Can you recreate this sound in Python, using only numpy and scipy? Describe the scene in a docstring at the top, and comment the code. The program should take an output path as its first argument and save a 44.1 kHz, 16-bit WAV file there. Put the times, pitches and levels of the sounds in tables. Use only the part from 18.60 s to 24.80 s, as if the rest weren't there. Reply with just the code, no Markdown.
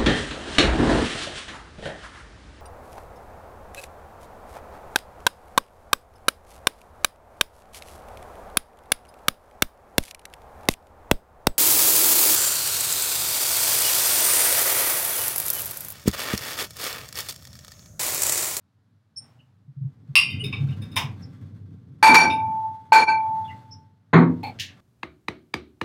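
"""You hear fingers squeak on a large drinking glass, then soft bumps and clinks, in a bare, lively room.
The glass is set down on a table twice: its wall shakes, so it rattles and rings until a hand stills it.
A hard knock makes the table top boom; hollow taps on the hand-damped glass and thin snaps follow.
A low stir and a faint rustle lie underneath, and a limiter flattens the loudest blows."""
import sys
import numpy as np
from scipy import signal
from scipy.fft import rfft, irfft, next_fast_len
from scipy.io import wavfile
from scipy.ndimage import uniform_filter1d, minimum_filter1d, map_coordinates

SR = 44100
rng = np.random.default_rng(int(sys.argv[2]) if len(sys.argv) > 2 else 0)


def generate_wav(sig):
    """Save sig (samples, or channels by samples) to the path in sys.argv[1] as 16-bit PCM at SR."""
    pcm = np.round(np.clip(np.atleast_2d(sig).T, -1, 1) * 32767).astype(np.int16)
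    wavfile.write(sys.argv[1], SR, pcm)


N = 273640
T = np.arange(SR) / SR  # time after a blow [s]
NOW = np.arange(N) / SR  # time in the scene [s]


def amp(db):
    """Turn decibels into a gain. Table levels are relative: each sound adds its own gain."""
    return 10 ** (np.asarray(db) / 20)


def unit(x):
    """Scale a signal to an average (rms) strength of 1."""
    return x / np.sqrt(np.mean(x ** 2) + 1e-20)


def fade(t, t60):
    """Die away by 60 dB every t60 seconds, the ring time."""
    return amp(-60 * t / np.maximum(t60, 1e-3))


def along(points, hz):
    """Read between (frequency, value) points, spaced by octaves."""
    freqs, values = np.transpose(points)
    return np.interp(np.log(hz + 1), np.log(freqs + 1), values)


def level(rows):
    """Turn (time [s], level [dB]) rows into a gain for every sample."""
    return amp(np.interp(NOW, *np.transpose(rows)))


def add(track, s, sound):
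    """Mix a sound into the track at s seconds."""
    part = track[round(s * SR):][:len(sound)]
    part += sound[:len(part)]


def wobble(t, rate):
    """A smooth curve through rate random points a second."""
    return map_coordinates(rng.standard_normal(400), [t * rate], mode="mirror")


def noise(colour, size=N):
    """Steady noise; its colour says how strong each frequency is."""
    padded = next_fast_len(size)
    gain = amp(along(colour, np.fft.rfftfreq(padded, 1 / SR)))
    return unit(irfft(rfft(rng.standard_normal(padded)) * gain, padded)[:size])


def room(direct_db, knee_s=0.1, bend=0.15):
    """The room's answer to a click: the direct sound, then a wash of echoes whose treble dies first."""
    # how long echoes last: (frequency [Hz], ring time before bending [s])
    echo_times = [(150, 0.75), (1000, 0.31), (3000, 0.26), (7000, 0.21), (14000, 0.17)]
    hz, t, bands = signal.stft(rng.standard_normal(SR // 2), SR, nperseg=256)
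    bent_time = t * (t / knee_s) ** bend  # the echoes fall ever faster
    tail = signal.istft(bands * fade(bent_time, along(echo_times, hz)[:, None]), SR, nperseg=256)[1]
    tail *= 1 - np.exp(-T[:len(tail)] / 0.00058)
    tail /= np.linalg.norm(tail)
    tail[0] += amp(direct_db)
    return tail / np.linalg.norm(tail)


def contact(colour, bright_db, direct_db, size=8192):
    """One sharp push heard through the room; bright_db lifts its treble, in dB per octave."""
    hz = np.fft.rfftfreq(size, 1 / SR)
    gain = amp(along(colour, hz) + bright_db * np.log2(hz / 1000 + .1))
    # build a click of this colour with nothing sounding ahead of the blow
    cepstrum = irfft(np.log(np.maximum(unit(gain), 1e-6)))
    one_sided = np.r_[1, np.full(size // 2 - 1, 2), np.zeros(size // 2)]
    push = irfft(np.exp(rfft(cepstrum * one_sided)))
    return signal.fftconvolve(push, room(direct_db)) * np.sqrt(.03 * SR)


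def ring(modes, bright_db, waver, waver_rate, attack, grip):
    """A struck thing's own tones (modes) fade, choked after grip seconds; echoes make them waver."""
    t = T[T < 2 * grip]
    out = np.zeros(len(t))
    build_up = 1 - np.exp(-t / 0.0067)
    for hz, db, t60 in modes:
        height = hz / modes[0][0]
        depth = waver * min(hz / 2000, 1) ** 2 * build_up  # low tones waver less
        rate = waver_rate * np.sqrt(height)
        phase = 2 * np.pi * hz * t
        tone = (1 + depth * wobble(t, rate)) * np.sin(phase) + depth * wobble(t, rate) * np.cos(phase)
        out += amp(db + bright_db * np.log2(height)) * fade(t, t60) * tone / np.sqrt(1 + depth ** 2)
    return out * (1 - np.exp(-t / max(attack, 1e-4))) * np.exp(-(t / grip) ** 3)


def glassy(colour, modes, overtones=10, gap_hz=523, peak_db=3.5, width_hz=85):
    """Give a colour a peak at each tone of the glass, and at uneven overtones above them."""
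    hz = np.fft.rfftfreq(len(T) // 10, 1 / SR)
    tones = [mode[0] for mode in modes]
    centres = np.r_[tones, tones[-1] + gap_hz * np.cumsum(.5 + rng.random(overtones))]
    peaks = np.exp(-((hz[:, None] - centres) / width_hz) ** 2).max(axis=1)
    return np.c_[hz, along(colour, hz) + peak_db * peaks]


def harder_is_brighter(rows, top_db, slope):
    """Give blows a brightness [dB per octave]: top_db for the hardest, slope less per dB below it."""
    hardest = max(db for s, db in rows)
    return [(s, db, top_db + slope * (db - hardest)) for s, db in rows]


def background(stir_db=3, lumpy_db=2, ticks_per_s=260, scatter_db=4, air_db=-78):
    """Movement in the room makes a low stir and a rustle of tiny, uneven ticks over quiet air."""
    # strength of the movement and of the rustle: (time [s], level [dB])
    movement = [(0.0, -66.5), (0.92, -65.5), (1.57, -49.5), (1.67, -42), (1.88, -34.5), (3.35, -49),
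                (3.7, -37.5), (4.18, -51), (4.77, -46.5), (5.56, -63), (5.7, -40.5), (6.2, -53)]
    rustle_levels = [(0, -101), (.95, -96.5), (1.55, -65), (1.9, -53.5), (2.6, -59), (3.25, -73.5),
                     (3.7, -63), (4.25, -63.5), (4.85, -57), (5.45, -84.5), (5.7, -62), (6.2, -62)]
    # colours of the stir and of the air: (frequency [Hz], level [dB])
    stir_colour = [(25, -34.5), (59, -20.5), (77, -15), (97, 8), (130, -2), (200, -7.5), (275, -10.5),
                   (358, -24.5), (450, -23), (700, -52), (1500, -89.5)]
    air_colour = [(300, -14), (600, -4.5), (1500, -7.5), (2500, -16.5), (4000, -16), (7500, -25.5),
                  (12000, -29), (16000, -35)]
    stir = level(movement) * amp(stir_db + lumpy_db * wobble(NOW, 18)) * noise(stir_colour)
    ticks = (rng.random(N) < ticks_per_s / SR) * amp(scatter_db * np.minimum(rng.standard_normal(N), 2))
    rustle = unit(signal.fftconvolve(ticks, contact(air_colour, 0, direct_db=-16))[:N])
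    return stir + level(rustle_levels) * rustle + amp(air_db) * noise(air_colour)


def squeaks(slip_s=0.041, jitter=0.035, jitter_rate=420):
    """Skin slips on glass: a short tone of unsteady pitch, smeared by the room."""
    # finger slips: (time [s], pitch [Hz], level [dB])
    slips = [(0.560, 5420, -33), (0.566, 9080, -42.5), (0.786, 2890, -59.5), (1.793, 2875, -31.5),
             (1.793, 9100, -50), (1.828, 407, -34), (2.11, 2910, -49.5), (2.618, 5380, -50.5),
             (3.715, 9930, -51), (4.84, 3460, -51.5), (4.875, 2820, -47.5), (4.895, 2028, -45),
             (5.108, 5390, -42.5)]
    out = np.zeros(N)
    t = T[:8192]
    swell = np.sin(np.pi * np.minimum(t / slip_s, 1))
    for s, hz, db in slips:
        pitch = hz * (1 + jitter * wobble(t, jitter_rate))
        slip = swell * np.sin(2 * np.pi * np.cumsum(pitch) / SR)
        add(out, s, amp(db + 2) * signal.fftconvolve(slip, room(direct_db=9)))
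    return out


def rubs(rise_s=0.047, t60=1.0):
    """A hand shifts its hold: a rubbing noise swells quickly and dies away."""
    # shifts of the hand: (time [s], level [dB])
    shifts = [(0.591, -45.5), (1.21, -57), (3.838, -46), (4.84, -44.5)]
    # colour of the rubbing: (frequency [Hz], level [dB])
    colour = [(35, -55), (60, -28.5), (117, 5), (199, -19.5), (240, -7), (347, -25), (835, -22),
              (15000, -52.5)]
    out = np.zeros(N)
    for s, db in shifts:
        add(out, s, amp(db) * (1 - np.exp(-T / rise_s)) * fade(T, t60) * noise(colour, size=SR))
    return out


def bumps(hz=137, peak_s=0.0182):
    """Soft, dull bumps all push the same low tone."""
    # soft touches: (time [s], level [dB])
    touches = [(1.074, -37), (1.162, -29.5), (1.206, -23.5), (1.238, -21), (1.484, -28.5), (1.836, -24.5),
               (1.995, -19), (2.031, -18.5), (2.083, -21), (2.433, -23), (3.289, -37.5)]
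    out = np.zeros(N)
    swell = (T / peak_s) ** 2 * np.exp(2 - 2 * T / peak_s)
    for s, db in touches:
        add(out, s, amp(db) * swell * np.sin(2 * np.pi * hz * T))
    return out


def clinks():
    """Light touches ring the glass's thick base, then its rim; each starts with a dry chink."""
    # clinks on the base: (time [s], level [dB])
    base_touches = [(1.555, 2), (1.562, -4.5)]
    # faint tings of the rim: (time [s], level [dB], brightness [dB per octave])
    rim_touches = [(1.702, -39, 4), (1.839, -29.5, 3), (1.926, -23, -8), (2.086, -44, -6.5),
                   (2.218, -46.5, 6.5), (2.315, -47, 4), (2.359, -28, 8.5), (3.70, -24, -3.5)]
    # tones of the base and of the rim: (pitch [Hz], level [dB], ring time [s])
    base_tones = [(1174, -23, 0.33), (2100, -21.5, 0.81), (2486, -11.5, 0.52), (2500, -13, 0.64),
                  (2760, 1, 0.38), (2920, -8.5, 0.15), (3060, -21, 0.97), (3630, -18.5, 0.37),
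                  (4050, -17.5, 0.25), (4730, -12.5, 0.37), (4920, -9.5, 0.2), (5410, -5.5, 0.24),
                  (8170, -19.5, 0.25), (9340, -17, 0.17), (9700, -16, 0.25)]
    rim_tones = [(2306, -1, 0.29), (2560, 0, 0.25), (3667, 8, 0.22), (5100, -3.5, 0.23), (9130, -10, 0.13),
                 (11180, -15.5, 0.11)]
    # colour of the chink: (frequency [Hz], level [dB])
    colour = [(400, -55), (1100, -14), (1500, -30), (2300, -10), (2650, 0.5), (3050, -13.5), (5400, -24.5),
              (6300, -32.5), (9600, -31), (11000, -31), (16000, -36.5)]
    out = np.zeros(N)
    chink = glassy(colour, base_tones)
    for s, db in base_touches:
        base = ring(base_tones, 0.6, waver=2, waver_rate=120, attack=0.00043, grip=0.68)
        add(out, s, amp(db - 16) * base)
        add(out, s, amp(db - 15.5) * contact(chink, 0.85, direct_db=0))
    for s, db, bright_db in rim_touches:
        rim = ring(rim_tones, bright_db, waver=0.94, waver_rate=190, attack=0.002, grip=0.22)
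        add(out, s, amp(db - 10.5) * rim)
        add(out, s, amp(db - 14) * contact(chink, bright_db + 1.5, direct_db=-17.5))
    return out


def clacks():
    """Handled things clack without ringing: mostly the room's answer is heard."""
    # dry clacks: (time [s], level [dB])
    hits = [(2.360, -40.5), (2.366, -24), (2.374, -25.5)]
    # their colour: (frequency [Hz], level [dB])
    colour = [(300, -15), (570, -17), (1000, 3.5), (1400, -13.5), (2400, 0.5), (3700, -8), (4400, -22),
              (5200, -9.5), (7000, -22), (16000, -24)]
    out = np.zeros(N)
    for s, db, bright_db in harder_is_brighter(hits, top_db=0.7, slope=0.51):
        add(out, s, amp(db - 1) * contact(colour, bright_db, direct_db=-7))
    return out


def setting_down(dip_s=4.461, dip_db=-11.5, dip_width_s=0.017):
    """The glass rocks onto the table, which rings its wall and throws a clatter into the room."""
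    # the glass strikes the table or its ring swells again:
    # (time [s], ring level [dB], ring brightness [dB per octave], choked after [s], clatter level [dB])
    strikes_and_swells = [(3.427, -5, -0.5, 0.057, -12), (3.434, -10.5, 2, 0.19, -13.5),
                          (3.451, -17, 3.5, 0.054, -23), (3.468, -2, 0, 0.14, -11.5),
                          (3.544, -1, 1.5, 0.14, -4.5), (3.553, -6.5, 3.5, 0.13, -16),
                          (3.593, -13.5, 0, 0.27, -34), (4.321, 8, -6.5, 0.072, -18),
                          (4.328, -5, 1.5, 0.27, -7), (4.480, -9.5, -5.5, 0.1, -32)]
    # tones of the wall, whose strengths depend on which spot of the foot lands:
    # (pitch [Hz], level at spot 1 [dB], at spot 2 [dB], at spot 3 [dB], ring time [s])
    wall_tones = [(885, 1, -1.5, 1, 0.3), (1547, -13.5, -17.5, -13, 0.54), (2336, -2.5, -4, -6, 0.67),
                  (2430, -12.5, -12, -11.5, 0.19), (2630, -22, -19.5, -17, 0.2),
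                  (3640, -26.5, -27, -45.5, 0.31), (4240, -14.5, -14.5, -10, 0.051),
                  (4315, -22.5, -21, -10, 0.35), (4534, -12, -14, -13.5, 0.29),
                  (5655, -31.5, -22, -30, 0.4), (6670, -24.5, -28, -23, 0.28),
                  (7550, -32, -33.5, -28, 0.23), (8420, -28, -35, -29.5, 0.21),
                  (9400, -32.5, -35.5, -30.5, 0.34), (9450, -29.5, -30, -40.5, 0.22),
                  (10260, -33.5, -36.5, -34.5, 0.25), (10500, -32.5, -39.5, -44.5, 0.27),
                  (11300, -32.5, -35, -53, 0.16)]
    # the glass tips onto its next spot: (time [s])
    spot_changes = [3.5, 4]
    # colour of the clatter: (frequency [Hz], level [dB])
    colour = [(120, -38.5), (200, -26.5), (430, -19), (640, -20.5), (883, -5), (1200, -14.5), (1870, -16),
              (2330, -18.5), (3100, -27.5), (4860, -26.5), (5630, -31), (16000, -45.5)]
    out = singing()
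    clatter = glassy(colour, wall_tones)
    for s, db, bright_db, grip, clatter_db in strikes_and_swells:
        spot = np.searchsorted(spot_changes, s)
        modes = [(hz, spot_db[spot], t60) for hz, *spot_db, t60 in wall_tones]
        add(out, s, amp(db) * ring(modes, bright_db, waver=1.1, waver_rate=55, attack=0.0028, grip=grip))
        add(out, s, amp(clatter_db) * contact(clatter, bright_db / 2, direct_db=-28))
    # the ring dips briefly, then swells back
    return out * amp(dip_db * np.exp(-((NOW - dip_s) / dip_width_s) ** 2))


def singing(hz=881.5, flutter=0.13):
    """Once the glass is down its lowest tone sings on; a hand damps it to a faint hum, then stops it."""
    # long notes: (start [s], level [dB], ring time [s], hand touches at [s])
    notes = [(3.427, -16, 4.6, 4.071), (4.323, -17.5, 5.8, 4.788)]
    out = np.zeros(N)
    t = np.arange(2 * SR) / SR
    for s, db, t60, touched_s in notes:
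        held = np.maximum(s + t - touched_s, 0)
        damping = fade(held, 0.53)
        hum = amp(-25.5) * fade(np.maximum(held - .4, 0), 0.59)
        unsteady = 1 + flutter * noise([(20, 3), (300, -17.0), (800, -54.5)], size=len(t))
        tone = np.sin(2 * np.pi * hz * t) * unsteady * fade(t, t60)
        add(out, s, amp(db) * tone * np.maximum(damping, hum))
    return out


def knocks():
    """A hard blow cracks on the wood and sets the table top booming."""
    # blows on the table: (time [s], crack level [dB], brightness [dB per octave], boom level [dB])
    blows = [(3.492, -14, 0.5, -36), (3.551, -17.5, -4, -28), (5.531, -12, -0.5, -17.5),
             (5.535, -8.5, 3.5, -17.5), (5.544, -7.5, 2, -7), (5.620, -29.5, 1, -19)]
    # colour of the crack: (frequency [Hz], level [dB])
    wood = [(59, -58.5), (100, -18.5), (161, -10.5), (202, -14), (248, 0.5), (440, -15), (570, -21.5),
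            (1010, -13.5), (2200, -25.5), (2790, -44), (4220, -42.5), (5410, -80.5), (6790, -56.5),
            (7370, -92.5)]
    # tones of the table top: (pitch [Hz], level [dB], ring time [s])
    tones = [(128, -6, 0.41), (167.97, 7, 0.38), (250.4, -5, 0.61), (314, -13.5, 0.53), (386, -18, 0.31),
             (460, -11, 0.11), (471.8, -15.5, 0.43), (708, -2.5, 0.04), (934, -20.5, 0.49),
             (1117, -7.5, 0.21), (1292, -13, 0.14), (2125, -14, 0.2), (3870, -35, 0.2)]
    out = np.zeros(N)
    for s, db, bright_db, boom_db in blows:
        add(out, s, amp(db - 5) * contact(wood, bright_db, direct_db=-12))
        add(out, s, amp(boom_db) * ring(tones, 0, waver=0.25, waver_rate=80, attack=0.0047, grip=0.31))
    return out


def hollow_taps():
    """Hollow taps on the hand-damped glass: a dry push and a quickly choked ring."""
    # taps: (time [s], level [dB])
    taps = [(5.831, -26), (5.865, -31)]
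    # tones of the damped glass: (pitch [Hz], level [dB], ring time [s])
    tones = [(769.5, -3.5, 0.45), (853, -0.5, 0.29), (2280, -11, 0.49), (2510, -12.5, 0.25),
             (3600, -22, 0.14), (4300, -10.5, 0.2)]
    # colour of the push: (frequency [Hz], level [dB])
    colour = [(400, -11), (800, -7), (1400, -21.5), (2400, -15.5), (4400, -23), (5500, -34)]
    out = np.zeros(N)
    for s, db in taps:
        add(out, s, amp(db) * ring(tones, 0, waver=10.4, waver_rate=135, attack=0.0059, grip=0.054))
        add(out, s, amp(db - 16) * contact(colour, 0, direct_db=-30))
    return out


def snaps():
    """Thin, dry snaps are heard mostly through the room's echoes."""
    # snaps: (time [s], level [dB])
    hits = [(5.989, -37), (5.998, -24.5), (6.09, -47)]
    # their colour: (frequency [Hz], level [dB])
    colour = [(530, -61), (900, -37), (1340, -24.5), (1700, -1), (2360, -4.5), (2730, 2), (6800, -13.5),
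              (7860, -24), (16000, -35)]
    out = np.zeros(N)
    for s, db, bright_db in harder_is_brighter(hits, top_db=4.5, slope=0.43):
        add(out, s, amp(db - 6) * contact(colour, bright_db, direct_db=-10))
    return out


def scene():
    """Everything reaches one microphone."""
    blows = setting_down() + clinks() + clacks() + snaps() + hollow_taps() + knocks() + bumps()
    return (blows + squeaks() + rubs() + background())[None]


def record(dry, ceiling_db=-1.35, release_db_per_s=150, bass_hz=52, top_hz=16050):
    """Cut the deep bass, turn the loudest blows down with a fast limiter, then cut the highest treble."""
    sound = signal.sosfilt(signal.butter(3, bass_hz, "high", fs=SR, output="sos"), dry)
    over_db = np.maximum(20 * np.log10(np.abs(sound[0]) + 1e-9) - ceiling_db, 0)
    recovery = release_db_per_s * NOW
    cut_db = np.maximum.accumulate(over_db + recovery) - recovery  # each cut eases off steadily
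    gain = uniform_filter1d(minimum_filter1d(amp(-cut_db), size=65), size=65)  # smooth the gain's jumps
    return signal.sosfilt(signal.ellip(10, .1, 80, top_hz, fs=SR, output="sos"), sound * gain)


dry = scene()
out = record(dry)
generate_wav(out)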